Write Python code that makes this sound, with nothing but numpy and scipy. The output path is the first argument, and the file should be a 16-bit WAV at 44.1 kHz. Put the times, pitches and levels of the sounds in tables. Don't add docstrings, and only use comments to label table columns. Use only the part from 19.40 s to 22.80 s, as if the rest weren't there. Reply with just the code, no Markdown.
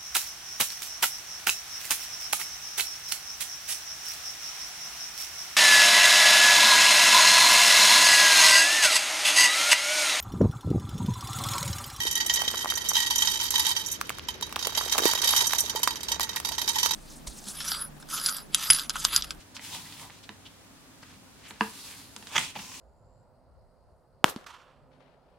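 import sys
import numpy as np
from scipy import signal
from scipy.fft import rfft, irfft
from scipy.io import wavfile
from scipy.ndimage import uniform_filter1d

SR = 44100
rng = np.random.default_rng(int(sys.argv[2]) if len(sys.argv) > 2 else 0)


def log_audio(samples):
    frames = np.atleast_2d(samples).T
    limited = np.clip(frames, -1, 1)
    pcm = np.round(limited * 32767).astype(np.int16)
    wavfile.write(sys.argv[1], SR, pcm)


N = 149940

# pitch_hz [Hz], relative_level_db [dB]
SHEET_COLOUR = [(100, -22), (550, -15), (850, -2), (1250, -2), (1700, -3), (2200, 1.5), (2700, -2),
                (3400, 6), (4200, -19), (5300, -9), (6500, -4), (8000, -24), (15000, -30)]

GRAIN_SHARE = 0.32
WIDE_HZ, SNAP_WIDE_HZ = 4300, 8740


def undb(db):
    return 10 ** (np.asarray(db) / 20)


def unit(x):
    return x / np.sqrt(np.mean(x ** 2))


def clock():
    return np.arange(N) / SR


def pan(db):
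    return undb(np.array([[db], [-db]]) / 2)


def ring(x, impulse):
    return signal.fftconvolve(np.atleast_2d(x), np.atleast_2d(impulse), axes=1)[:, :N]


def add(out, start_s, sound):
    i = int(start_s * SR)
    out[..., i:i + sound.shape[-1]] += sound[..., :N - i]


def band(x, hz, width_hz):
    g, k = np.tan(np.pi * hz / SR), width_hz / hz
    return signal.lfilter([g * k, 0, -g * k], [1 + g * k + g * g, 2 * g * g - 2, 1 - g * k + g * g], x)


def edge(x, hz, kind, order):
    return signal.sosfilt(signal.butter(order, hz, kind, fs=SR, output="sos"), x)


def response(points, size=4096):
    hz, db = np.array(points).T
    bin_hz = np.arange(size // 2 + 1) * SR / size
    gain_db = np.interp(np.log(bin_hz + 1), np.log(hz), db)
    cepstrum = irfft(np.log(undb(gain_db)))
    cepstrum[1:size // 2] *= 2
    cepstrum[size // 2 + 1:] = 0
    impulse = irfft(np.exp(rfft(cepstrum)))
    return impulse / np.linalg.norm(impulse)


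def stereo(pair, wide_hz, least=0.14):
    f = np.arange(N // 2 + 1) * SR / N
    side = irfft(rfft(pair[1]) * (least + f ** 2 / (f ** 2 + wide_hz ** 2)), N)
    return np.array([pair[0] + side, pair[0] - side])


def walk(hz):
    k = max(int(SR / hz), 2)
    steps = np.repeat(rng.standard_normal(N // k + 1), k)
    return unit(uniform_filter1d(steps, k)[:N])


def friction(share):
    slips_per_s, spread_db, judder_db, judder_hz = 3000, 1.5, 0.66, 70.6
    slips = (rng.random((2, N)) < slips_per_s / SR) * rng.standard_normal((2, N))
    slips = slips * undb(spread_db * np.minimum(rng.exponential(size=(2, N)), 4))
    hiss = rng.standard_normal((2, N))
    contact = np.sqrt(share) * unit(slips) + np.sqrt(1 - share) * hiss
    return contact * undb(judder_db * walk(judder_hz))


def patchy(x, count=14):
    swell_db, rate_hz = 2.0, 22
    f = np.arange(N // 2 + 1) * SR / N
    place = np.clip(2 * np.log2((f + 1) / 180), 0, count - 1)
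    spectrum = rfft(x)
    depth_db = swell_db * np.minimum(1, 2 * (1 - np.arange(count) / count))
    out = 0
    for k in range(count):
        part = irfft(spectrum * np.maximum(1 - np.abs(place - k), 0), N)
        out = out + part * undb(depth_db[k] * walk(rate_hz))
    return unit(out)


def slide(curve, colour, wide_hz, share):
    catches_per_s, catch_db, catch_hz = 140, -11.5, 2500
    s, db = np.array(curve).T
    t = clock()
    outside_s = np.maximum(s[0] - t, 0) + np.maximum(t - s[-1], 0)
    pressure = undb(np.interp(t, s, db)) * np.exp(-outside_s / 0.0097)
    catches = (rng.random((2, N)) < catches_per_s / SR) * rng.uniform(-1, 1, (2, N))
    catches = unit(band(band(catches, catch_hz, catch_hz), catch_hz / 2, 2 * catch_hz))
    rubbing = ring(friction(share), response(colour)) + undb(catch_db) * catches
    return stereo(patchy(rubbing), wide_hz) * pressure


def swells(table, skew, rough_db):
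    out = np.zeros((2, N))
    grain = friction(GRAIN_SHARE) * undb(rough_db * walk(130))
    for start_s, length_s, db, hz, width_hz in table:
        u = (clock() - start_s) / length_s
        on = (u > 0) & (u < 1)
        stroke = unit(band(band(grain, hz, width_hz), hz, 3 * hz)[:, on])
        out[:, on] += stroke * np.sin(np.pi * u[on] ** skew) * undb(db)
    return stereo(out, WIDE_HZ)


def tick(hz, scatter_s):
    t = clock()[:SR // 8]
    push = rng.standard_normal((2, len(t))) * np.exp(-t / scatter_s)
    push[0, 0] += 3
    y = edge(band(push, hz, 1.96 * hz), 1.59 * hz, "low", order=4)
    return y / np.abs(y[0]).max()


def book_ring():
    # pitch_hz [Hz], level_db [dB, before high-pass and blow], t60_s [s], delay_s [s]
    modes = [(181, -35.5, 0.068, 0.0038), (213.4, -21, .14, 0.0017), (326, -26.5, 0.059, .003),
             (445.7, -29.5, 0.13, .003), (966, -9, 0.022, 0.0001), (960, -35, .09, 0.01),
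             (1188, -21.5, .035, 0.0041), (1670, -12, 0.016, .0003), (2745, -15.5, 0.013, 0),
             (3380, -26.5, 0.011, .0005)]
    out = 0
    for hz, db, t60_s, delay_s in modes:
        t = np.maximum(clock()[:SR // 2] - delay_s, 0)
        mode = np.sin(2 * np.pi * hz * t) * np.exp(-np.log(1000) * t / t60_s)
        out = out + undb(db) * edge(mode, 0.7 * hz, "high", order=3)
    return out


def slap():
    slap_s, blow_db, crack_db, crack_hz = 2.2091, -2, -23, 2940
    settle_db, settle_s, settle_hz = -36.5, 0.019, 1250
    out, since = np.zeros((2, N)), clock() - slap_s
    add(out[0], slap_s, undb(blow_db) * book_ring())
    add(out, slap_s - .0005, undb(crack_db) * tick(crack_hz, 0.0015))
    settle = unit(band(band(friction(GRAIN_SHARE), settle_hz, 1400.0), settle_hz, 2800.0))
    out += undb(settle_db) * settle * (since > 0) * np.exp(-np.abs(since) / settle_s)
    return stereo(out, SNAP_WIDE_HZ) * pan(-.9)


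def flick():
    # [dB over one millisecond, before stereo and pan]
    snaps = [(2.968, -22), (2.9797, -20.5), (2.9803, -13.5), (2.9829, -18), (2.9836, -19.5)]
    # [dB, before stereo and pan]
    peel = [(2.9, -56), (2.945, -43.5), (2.955, -35), (2.96, -28), (2.965, -19), (2.969, -24), (2.972, -39),
            (2.98, -53)]
    flutter, flutter_s = 0.3, 0.00071
    ring_share, ring_hz, ring_width_hz = 0.83, 2190, 410
    out, t = np.zeros((2, N)), clock()[:SR // 50]
    for start_s, db in snaps:
        push = flutter * rng.standard_normal((2, len(t))) * np.exp(-t / flutter_s)
        push[0, 0] += 1
        click = ring(push, response(SHEET_COLOUR))
        click = click + ring_share * band(click, ring_hz, ring_width_hz)
        add(out, start_s, undb(db) * click * np.sqrt(SR / 1000) / np.linalg.norm(click[0]))
    crackle = slide(peel, SHEET_COLOUR, SNAP_WIDE_HZ, share=0.73)
    return (stereo(out, SNAP_WIDE_HZ) + crackle) * pan(-3.5)


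def sheet_sweep():
    # [dB, before stereo and pan]
    strength = [(2.87, -51.5), (2.91, -50.5), (2.93, -43), (2.96, -40), (2.99, -35), (3.01, -38),
                (3.05, -38.5), (3.08, -47), (3.105, -45.5), (3.14, -65)]
    # pitch_hz [Hz], relative_level_db [dB]
    sweep_colour = [(150, -21), (330, -18), (630, -11.5), (940, -1), (1550, -22), (2500, 0.5), (3280, -2),
                    (4300, -5), (8500, -6), (15000, -22)]
    return slide(strength, sweep_colour, WIDE_HZ, GRAIN_SHARE) * pan(-1)


def hand_slides():
    # [dB, before stereo]
    out_stroke = [(.21, -53.5), (.245, -45.5), (.3, -44.5), (.35, -41.5), (.39, -46), (.49, -50),
                  (.57, -50.5), (.61, -45.5), (.65, -50.5), (.69, -59)]
    up_stroke = [(2.215, -46), (2.24, -47.5), (2.3, -49.5), (2.46, -46.5), (2.52, -47.5), (2.6, -52),
                 (2.7, -58.5), (2.86, -56)]
    edge_stroke = [(3.15, -53.5), (3.19, -45.5), (3.3, -47.5), (3.33, -45), (3.4, -47)]
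    # pitch_hz [Hz], relative_level_db [dB]
    out_colour = [(200, -21), (400, -16), (620, -20), (880, 0), (1400, -12), (2000, -6.5), (3400, -1.5),
                  (6000, -4.5), (9500, -6.5), (15000, -14)]
    up_colour = [(200, -28), (420, -8.5), (620, -20), (930, -3.5), (1750, -10), (4400, -1), (5600, -5),
                 (10700, -6), (15500, -16)]
    edge_colour = [(200, -14), (450, -11), (640, -14.5), (1020, -2.5), (1350, -13), (1850, -6.5),
                   (2600, -2), (3900, -7.5), (6000, -3.5), (8500, -9.5), (15000, -19)]
    strokes = [(out_stroke, out_colour), (up_stroke, up_colour), (edge_stroke, edge_colour)]
    return sum(slide(curve, colour, WIDE_HZ, GRAIN_SHARE) for curve, colour in strokes)


def ticks():
    # [dB, book ring relative to the tick]
    touches = [(0.166, -30, 3400, 0.0054, -16), (.195, -30, 1900, 0.0015, -19),
               (0.523, -34, 3600, 0.006, -23), (0.699, -35, 1400, 0.0011, -13),
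               (0.7041, -37, 2690, 0.001, -27), (0.892, -27, 2800, 0.0012, -11),
               (1.630, -43.5, 1490, 0.0057, -21), (2.108, -30.5, 2320, 0.0024, -8),
               (2.7635, -26.5, 4900, 0.0023, -14), (2.826, -35.5, 3030, .003, -9),
               (2.8705, -30.5, 3500, 0.0028, -17), (3.1543, -31, 2800, 0.0023, -12),
               (3.189, -32, 2170, 0.008, -15)]
    out, body = np.zeros((2, N)), edge(book_ring(), 1020, "low", order=2)
    for start_s, db, hz, scatter_s, body_db in touches:
        add(out, start_s, undb(db) * tick(hz, scatter_s))
        add(out[0], start_s, undb(db + body_db) * body / np.abs(body).max())
    return stereo(out, SNAP_WIDE_HZ) * pan(-3)


def finger_rubs():
    scrapes = [(-.02, 0.056, -53.5, 3000, 5000), (.146, 0.035, -45.5, 4240, 3540),
               (.14, 0.069, -50.5, 1300, 2200), (.31, 0.08, -50, 875, 219), (.315, 0.069, -43.5, 3600, 900),
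               (.445, 0.032, -53, 1940, 300), (.595, 0.094, -51, 960, 350), (.69, 0.15, -57, 3320, 5000),
               (.828, 0.039, -52, 3300, 2500), (.893, 0.045, -53, 400, 400), (1.051, .032, -48, 3150, 700),
               (1.621, 0.019, -57, 4260, 1200), (1.627, 0.016, -47.5, 1400, 1300),
               (1.63, 0.16, -58, 2000, 5000), (1.95, 0.33, -57.5, 2180, 4040),
               (2.04, 0.073, -54, 2420, 1100), (2.075, 0.055, -52.5, 6940, 4500),
               (2.102, .024, -49, 1010, 400), (2.895, 0.08, -48.5, 990, 500),
               (2.951, 0.017, -30.5, 1000, 600), (3.155, 0.019, -36, 750, 200),
               (3.154, 0.026, -41, 2500, 500), (3.188, .028, -47, 2800, 1000)]
    return swells(scrapes, skew=0.75, rough_db=2.0)


def air_puffs():
    gusts = [(2.95, 0.13, -45.5, 144, 130), (3.14, 0.085, -49, 157, 39), (0.19, 0.54, -56.5, 150, 61)]
    return swells(gusts, skew=0.74, rough_db=-3)


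def walls(x):
    t60_s, level_db, width_hz = 0.26, -12.5, 5200
    t = clock()
    tail = rng.standard_normal((2, len(t))) * np.exp(-np.log(1000) * t / t60_s) * (t > .005)
    tail = stereo(band(tail, 810.0, width_hz), 1550.0, least=0.22)
    return undb(level_db) * ring(x.mean(axis=0), tail / np.linalg.norm(tail[0]))


def room_tone():
    # pitch_hz [Hz], relative_level_db [dB]
    air_colour = [(25, -24), (55, -7), (125, -6.5), (180, -4.5), (230, -10), (420, -14), (1040, -15.5),
                  (2050, -20.5), (4000, -23.5), (9300, -27), (15500, -35)]
    air_db, hum_hz, hum_db, drone_hz, drone_db = -56, 98.5, -65.5, 265.8, -62.5
    air = undb(air_db) * ring(rng.standard_normal((2, N)), response(air_colour))
    drone = band(band(rng.standard_normal((2, N)), drone_hz, 45.0), drone_hz, 45.0)
    drone = undb(drone_db) * unit(drone)
    hum = np.sqrt(2) * np.sin(2 * np.pi * hum_hz * clock() + 0.5 * walk(9.2))
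    hum = undb(hum_db + 3.3 * walk(5.46)) * hum
    return stereo(air + drone, 2800.0, least=0.52) + hum


def scene():
    sheet = flick() + sheet_sweep() + air_puffs()
    near = slap() + sheet + hand_slides() + ticks() + finger_rubs()
    return near + walls(near) + room_tone()


def record(dry):
    return signal.sosfilt(signal.ellip(10, .1, 80, 15850, fs=SR, output="sos"), dry)


dry = scene()
out = record(dry)
log_audio(out)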